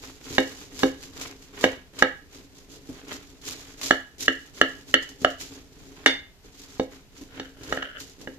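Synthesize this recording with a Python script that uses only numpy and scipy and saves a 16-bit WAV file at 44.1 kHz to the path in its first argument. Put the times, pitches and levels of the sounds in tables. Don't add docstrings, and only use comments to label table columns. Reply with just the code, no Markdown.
import sys
import numpy as np
from scipy import signal
from scipy.fft import rfft, irfft, next_fast_len
from scipy.io import wavfile
from scipy.ndimage import uniform_filter1d

SR = 44100
rng = np.random.default_rng(int(sys.argv[2]) if len(sys.argv) > 2 else 0)


def waveform_to_disk(signal):
    frames = np.transpose(np.atleast_2d(signal))
    scaled = np.clip(frames, -1, 1) * 32767
    samples = np.round(scaled).astype(np.int16)
    wavfile.write(sys.argv[1], SR, samples)


N = 369822

# [f/Hz, correlation]
LIKENESS = [(30, .35), (100, .8), (300, .92), (700, .85), (1300, .15), (2500, -.1), (5000, -.2),
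            (14000, .1)]
# [f/Hz, relative level/dB]
CRISP_TONE = [(900, -15.5), (2000, -6.5), (3000, -1), (4500, 1), (5500, 0.5), (6800, 2.5), (7500, -1),
              (8400, -12), (10000, -10.5), (14000, -11)]
# [f/Hz, relative level/dB]
TEAR_TONE = [(300, -13.5), (600, -6.5), (1000, -1.5), (1700, -2), (2400, -3), (4000, -7.5), (8000, -39)]
# [f/Hz, relative level/dB]
PUSH_TONE = [(30, -10), (80, -5.5), (160, -6), (232, -15), (268, 5), (300, -1), (365, -6), (412, -2),
             (520, -12), (800, -23), (1600, -39.5)]


def amp(db):
    return 10 ** (np.asarray(db) / 20)


def unit(x):
    return x / np.sqrt(np.mean(x ** 2) + 1e-20)


def read(points, hz):
    f, value = np.transpose(points)
    return np.interp(np.log(hz + 1), np.log(f + 1), value)


def follow(rows, index):
    rows = np.array(rows)
    return amp(np.interp(np.arange(N) / SR, rows[:, 0], rows[:, index]))


def add(mix, s, sound):
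    start = max(round(s * SR), 0)
    part = mix[:, start:][:, :sound.shape[1]]
    part += sound[:, :part.shape[1]]


def colour(pair, spectrum):
    size = next_fast_len(pair.shape[1], True)
    hz = np.fft.rfftfreq(size, 1 / SR)
    z = rfft(pair, size)
    same = np.clip(read(LIKENESS, hz), -1, 1)
    mid = z[0] * np.sqrt(1 + same)
    side = z[1] * np.sqrt(1 - same)
    shaped = np.array([mid + side, mid - side]) * amp(read(spectrum, hz))
    return unit(irfft(shaped, size)[:, :pair.shape[1]])


def grains(per_s, spread_db, haze, clump_db):
    size_db = spread_db * np.minimum(rng.exponential(1, N), 4)
    size = amp(size_db) * (rng.random(N) < per_s / SR)
    burst = signal.lfilter([1], [1, -np.exp(-1 / 10)], size ** 2)
    slow = uniform_filter1d(rng.standard_normal(N), size=450)
    slip = unit(uniform_filter1d(slow, size=120))
    strength = np.sqrt(burst / burst.mean() + haze ** 2)
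    return strength * amp(clump_db * slip) * rng.standard_normal((2, N))


def bursts(rows, spectrum, decay_s, level_db):
    out = np.zeros((2, N))
    t = np.arange(SR // 8) / SR
    for s, db in rows:
        noise = colour(rng.standard_normal((2, len(t))), spectrum)
        add(out, s, amp(db + level_db) * noise * np.exp(-t / decay_s))
    return out


def ring(hz, gain, t60, pan_db, t, scatter=0.77):
    apart = np.arccos(np.clip(read(LIKENESS, hz), -1, 1)) / 2
    phase = np.arange(len(hz)) * np.pi / 2 + scatter * rng.standard_normal(len(hz))
    phase = phase + np.array([-apart, apart])
    fade = amp(-60 * np.maximum(t, 0) / t60[:, None])
    waves = np.sin(2 * np.pi * hz[:, None] * t + phase[..., None]) * fade
    side_gain = gain * amp(np.array([pan_db, -pan_db]) / 2)
    return (waves * side_gain[..., None]).sum(1)


def air():
    # [f/Hz, relative level/dB]
    air_tone = [(12, -23), (20, 6.5), (223, -8.5), (263, -20.5), (409, -10.5), (470, -20.5), (693, -17.5),
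                (1140, -22.5), (1930, -21), (5090, -23.5), (6720, -25.5), (9110, -34), (13800, -30),
                (15000, -46)]
    return amp(-54.5) * colour(rng.standard_normal((2, N)), air_tone)


def sawing():
    # [start t/s, time to bite t/s, crisp crust level/dB,
    # tearing of softer layers level/dB, sliding level/dB, lean on the platter level/dB]
    strokes = [(0, 0.034, -42, -46, -52, 0), (.205, 0.14, -36, -40.5, -44.5, 1.5),
               (.7, 0.13, -35, -37, -66, 2), (.97, 0.041, -50, -56, -50, 1.5),
               (1.12, 0.096, -36, -36, -74, 0), (1.38, 0.038, -54, -56, -55.5, -5),
               (1.527, 0.11, -36, -32.5, -68, 2), (1.931, 0.069, -43, -38.5, -62, 3),
               (2.289, 0.051, -47, -49, -59, -0.5), (2.49, 0.093, -53, -66, -60, -0.5),
               (2.68, 0.045, -49, -55, -54.5, 1), (2.815, 0.16, -55, -45, -53.5, -1.5),
               (3.034, 0.084, -42, -38, -55.5, 1), (3.413, 0.07, -33.5, -39, -46.5, -3),
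               (3.771, 0.089, -31.5, -37.5, -63.5, -1), (4.182, 0.026, -30.5, -57, -53, -2),
               (4.525, .05, -44, -46, -51.5, 0.5), (4.854, 0.038, -44, -49.5, -53.5, 1),
               (5.185, 0.034, -43.5, -53, -51.5, 1.5), (5.375, 0.037, -36.5, -49, -59, -3.5),
               (5.5, 0.023, -45.5, -45.5, -61, 1), (5.698, 0.41, -55, -46, -56.5, 3),
               (6.07, .03, -58.5, -57.5, -81, -2.5), (6.425, 0.019, -54.5, -58, -75, -4),
               (6.516, 0.089, -47.5, -64, -51, -5), (6.875, 0.047, -50.5, -47, -72, 1.5),
               (7.12, 0.069, -50.5, -53.5, -56, 0), (7.29, 0.067, -53, -45, -58.5, 3),
               (7.57, 0.15, -41.5, -40, -64, 5.5), (7.97, 0.033, -40.5, -54, -58, -0.5),
               (8.18, 0.023, -52.5, -55, -57.5, 7.5)]
    swell_rise_db, hold_s = 19.5, 0.009
    crisp_fall_db_per_s, tear_fall_db_per_s = 170.5, 159.5
    speed_power, slide_tear_db = 0.44, -2
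    push_power = 0.61
    power = np.zeros((3, N))
    t = np.arange(SR) / SR
    ends = [row[0] for row in strokes[1:]] + [N / SR]
    for (start, bite_s, crisp_db, tear_db, slide_db, lean_db), end in zip(strokes, ends):
        swell_db = swell_rise_db * np.minimum(t / bite_s - 1, 0)
        after = np.maximum(t - bite_s - hold_s, 0)
        speed = np.abs(np.sin(np.pi * np.minimum(t / (end - start), 1)))
        slide = amp(slide_db) * speed ** speed_power
        crisp_bite = amp(crisp_db + swell_db - crisp_fall_db_per_s * after)
        tear_bite = amp(tear_db + swell_db - tear_fall_db_per_s * after)
        crisp = np.hypot(crisp_bite, slide)
        tear = np.hypot(tear_bite, amp(slide_tear_db) * slide)
        push = amp(lean_db) * np.hypot(crisp, tear) ** push_power
        add(power, start, np.array([crisp, tear, push]) ** 2)
    return np.sqrt(power)


def crust(crisp_db=-1.0, flakes_db=-9, tear_db=-4.0, push_db=-22.5, pan_db=-0.9):
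    crackling, tearing, pushing = sawing()
    flakes = amp(flakes_db) * unit(grains(per_s=53, spread_db=3, haze=0, clump_db=1.5))
    fine = unit(grains(per_s=1500, spread_db=0.0, haze=1.0, clump_db=2.5))
    crisp = amp(crisp_db) * crackling * colour(fine + flakes, CRISP_TONE)
    layers = grains(per_s=500, spread_db=2.0, haze=0.98, clump_db=3.5)
    tear = amp(tear_db) * tearing * colour(layers, TEAR_TONE)
    drag = grains(per_s=270, spread_db=0.5, haze=.7, clump_db=0.9)
    push = amp(push_db) * pushing * colour(drag, PUSH_TONE)
    return (crisp + tear) * amp([[pan_db], [-pan_db]]) + push


def snaps():
    # [t/s, level before the part levels below/dB]
    flake_snaps = [(0.2106, -41), (0.7914, -19.5), (1.035, -27.5), (1.2128, -21), (1.6107, -21),
                   (1.9899, -18.5), (3.1278, -24.5), (3.8142, -19), (3.8319, -17), (3.86, -21.5),
                   (5.0266, -26.5), (5.0904, -29.5), (5.3026, -28.5), (5.4114, -23), (7.6343, -29),
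                   (8.0037, -25), (8.2136, -31)]
    sharp = bursts(flake_snaps, CRISP_TONE, decay_s=0.0014, level_db=-8.5)
    dull = bursts(flake_snaps, TEAR_TONE, decay_s=.006, level_db=-17.5)
    crumbs = bursts(flake_snaps, CRISP_TONE, decay_s=.016, level_db=-13.0)
    return sharp + dull + crumbs


def bumps():
    # [t/s, level before the offset below/dB]
    platter_bumps = [(.305, -25.5), (2.385, -36), (2.89, -25), (2.923, -44), (5.218, -23), (6.443, -36.5),
                     (7.212, -31)]
    return bursts(platter_bumps, PUSH_TONE, decay_s=0.03, level_db=-10.0)


def blow(hz, hardness_db, body_hz, rim_hz):
    # [f/Hz, relative level/dB]
    blow_tone = [(150, -11), (270, -4), (400, -3.5), (730, -4), (1290, -5), (1750, -2.5), (3000, -3),
                 (4200, -12), (6000, -17)]
    favour_db, favour_octaves = 7.5, 0.56
    favour = sum(np.exp(-(np.log2(hz / centre) / favour_octaves) ** 2 / 2) for centre in (body_hz, rim_hz))
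    return read(blow_tone, hz) + hardness_db * np.log2(hz / 1000) + favour_db * favour


def knocks(contact_s=.0036, rise_s=0.0019, modes_db=-5.0, bite=1.47, bite_s=0.0023,
           crack_db=-18, crack_s=0.0036):
    # [t/s, strength level/dB, place from 0 (near rim) to 1 (far rim),
    # hardness/(dB per octave), favoured body resonance f/Hz, favoured rim resonance f/Hz]
    platter_knocks = [(0.38, -17, 0, -1.1, 360, 3050), (0.831, -17, 0.06, -3, 377, 4600),
                      (1.639, -16, 0.29, -0.7, 574, 2360), (2.022, -16, 0.36, 0.1, 690, 1970),
                      (3.907, -19.5, 0.95, 3.5, 390, 1360), (4.279, -21.5, 1, 2, 390, 1950),
                      (4.612, -19.5, 0.98, 2.6, 364, 1420), (4.939, -19.0, 0.93, 3.5, 365, 1820),
                      (5.245, -21, 0.83, 1.26, 687, 1095), (6.059, -16, 0.19, 3, 300, 2280),
                      (6.795, -27, 0, -3, 414, 4370), (7.396, -35, 0.32, 0.7, 260, 4090),
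                      (7.723, -28.5, 0.41, 1.5, 450, 1270), (7.772, -36, 0.93, -1, 460, 1370),
                      (7.824, -40, 0.5, 3.5, 860, 1500), (8.272, -38.5, 0.62, -2, 430, 1760)]
    # [f/Hz, relative level struck at near rim/dB,
    # relative level struck at far rim/dB, time to fall 60 dB t/s, left over right level/dB]
    platter = [(158, -16.5, -4.5, 0.054, -11.5), (268.5, -1.5, 3, 0.24, 0), (333.6, -3.5, 0.5, 0.15, 3),
               (418, -9, -6, 0.2, 6.5), (426, 0.5, -12, 0.033, -4), (520.7, -1, -9.5, 0.14, -6.5),
               (587, 1.5, 5, 0.024, -4.5), (698, 0, 1.5, 0.03, -1), (792, 3, -8, .05, -8),
               (1030, 0, -19.5, 0.027, 3), (1261, 2.5, -1.5, 0.032, -3.5), (1332, -5.5, 6.5, 0.025, 0),
               (1600, -18, -6.5, 0.025, -13.5), (1665, 1.5, 1, 0.055, -7), (1752, 2.5, 5.5, 0.014, -5),
               (1890, -0.5, -1.5, 0.024, 0.5), (2217, -4, -13, 0.043, -7), (2888, -4, -0.5, 0.082, -1.5),
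               (2942, -9, 3, 0.083, 1.5), (3030, -11, 0.5, 0.035, -5), (3450, -13, -7.5, 0.084, -10.5),
               (3710, -0.5, -9.5, 0.075, 2), (4250, -3.5, 1.5, 0.017, -2), (4465, -0.5, -5, .04, -1.5),
               (5560, -5, -12.5, .03, 2), (5665, 2.5, -3.5, 0.061, -6), (6680, -7, -7.5, 0.034, 1.5),
               (7050, -0.5, -7, 0.033, -6)]
    # [f/Hz, relative level/dB]
    crack_tone = [(150, -19), (400, 10), (1000, -14), (2000, -14), (4000, -1), (7000, -0.5), (9000, -16.5),
                  (15000, -21.5)]
    out = np.zeros((2, N))
    t = np.arange(SR // 4) / SR - contact_s
    hz, near_db, far_db, t60, pan_db = np.transpose(platter)
    press = np.exp(-(np.minimum(t, 0) / rise_s) ** 2 / 2)
    press = press * np.clip((t + contact_s) / rise_s - .5, 0, 1)
    press = press * (1 + bite * np.exp(-(t / bite_s) ** 2 / 2))
    for s, strength_db, place, *touch in platter_knocks:
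        far = np.clip(place, 0, 1)
        mode_db = (1 - far) * near_db + far * far_db + blow(hz, *touch) + modes_db
        modes = ring(hz, amp(mode_db), t60, pan_db, t)
        spectrum = [(f, db + blow(f, *touch)) for f, db in crack_tone]
        crack = colour(rng.standard_normal((2, len(t))), spectrum)
        crack *= amp(crack_db) * np.exp(-np.maximum(t, 0) / crack_s)
        add(out, s, amp(strength_db) * press * (modes + crack))
    return out


def clink(rise_s=0.00087, chatter=0.49):
    # [t/s, level added to every tone/dB]
    start_s, level_db = (6.0605, -22)
    # [f/Hz, relative level/dB, time to fall 60 dB t/s]
    steel = [(938, -6.5, 0.17), (1455, -6.5, 0.21), (1626, -6, 0.21), (1870, -9.5, .22), (2100, -0.5, 0.32),
             (2790, -8.5, 0.18), (3182, -7.5, 0.18), (3400, 1, 0.12), (3580, 3, 0.31), (4097, -7, .18),
             (4640, -9, 0.3), (5475, -10, 0.25), (5510, -12, 0.24), (6440, -12, 0.28), (7000, -20.5, .21),
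             (7693, -23, .27), (8820, -18.5, 0.2), (10200, -25.5, 0.19), (11400, -27, 0.15)]
    out = np.zeros((2, N))
    t = np.arange(SR // 2) / SR
    hz, db, t60 = np.transpose(steel)
    wobble = unit(uniform_filter1d(rng.standard_normal((2, len(t))), size=250))
    rattle = 1 + chatter * wobble
    tones = ring(hz, amp(db + level_db), t60, 0 * hz, t)
    add(out, start_s, tones * rattle * (1 - np.exp(-t / rise_s)))
    return out


def scrape(level_db=-2):
    # [t/s, level before level_db/dB]
    slide = [(7.22, -93.5), (7.3, -55), (7.37, -53), (7.46, -47), (7.53, -62), (7.68, -47.5), (7.84, -35.5),
             (7.9, -42), (7.99, -41), (8.04, -88)]
    # [f/Hz, relative level/dB]
    glaze_tone = [(400, -12), (570, -1), (800, -21), (1000, -27.5), (1350, 3), (1650, 5.5), (2000, -5.5),
                  (2500, -12), (3000, 3.5), (3700, -17), (8000, -36)]
    rub = grains(per_s=250, spread_db=2.5, haze=.3, clump_db=1.5)
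    return amp(level_db) * follow(slide, index=1) * colour(rub, glaze_tone)


def kitchen(x, gap_s=0.0019):
    # [f/Hz, t/s]
    room_t60 = [(100, 0.2), (300, 0.14), (800, 0.3), (1800, 0.32), (3500, 0.33), (7000, 0.058),
                (14000, .15)]
    # [f/Hz, relative level/dB]
    room_wet = [(100, -1), (160, -4), (220, -15.5), (300, -10.5), (550, -4), (1000, -11), (1800, -6.5),
                (3000, -7), (7000, -6), (12000, -20)]
    taps = colour(rng.standard_normal((2, SR // 2)), [(1, 0), (SR, 0)])
    hz, t, z = signal.stft(taps, SR, nperseg=256)
    t60 = read(room_t60, hz)[:, None]
    fade = np.exp(-np.log(1000) * t / t60)
    even = np.sqrt(2 * np.log(1000) / (t60 * SR))
    z = z * fade * even * amp(read(room_wet, hz))[:, None]
    tail = signal.istft(z, SR, nperseg=256)[1]
    tail *= np.clip(np.arange(tail.shape[1]) / SR / gap_s - 1, 0, 1)
    return signal.fftconvolve(x, tail, axes=1)[:, :N]


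def scene():
    table = crust() + snaps() + bumps() + knocks() + clink() + scrape()
    return table + kitchen(table) + air()


def record(dry):
    clipped = np.clip(dry, -1, 1)
    low_pass = signal.firwin(255, 14400, window=("kaiser", 8), fs=SR)
    return signal.oaconvolve(clipped, low_pass[None], "same")


dry = scene()
out = record(dry)
waveform_to_disk(out)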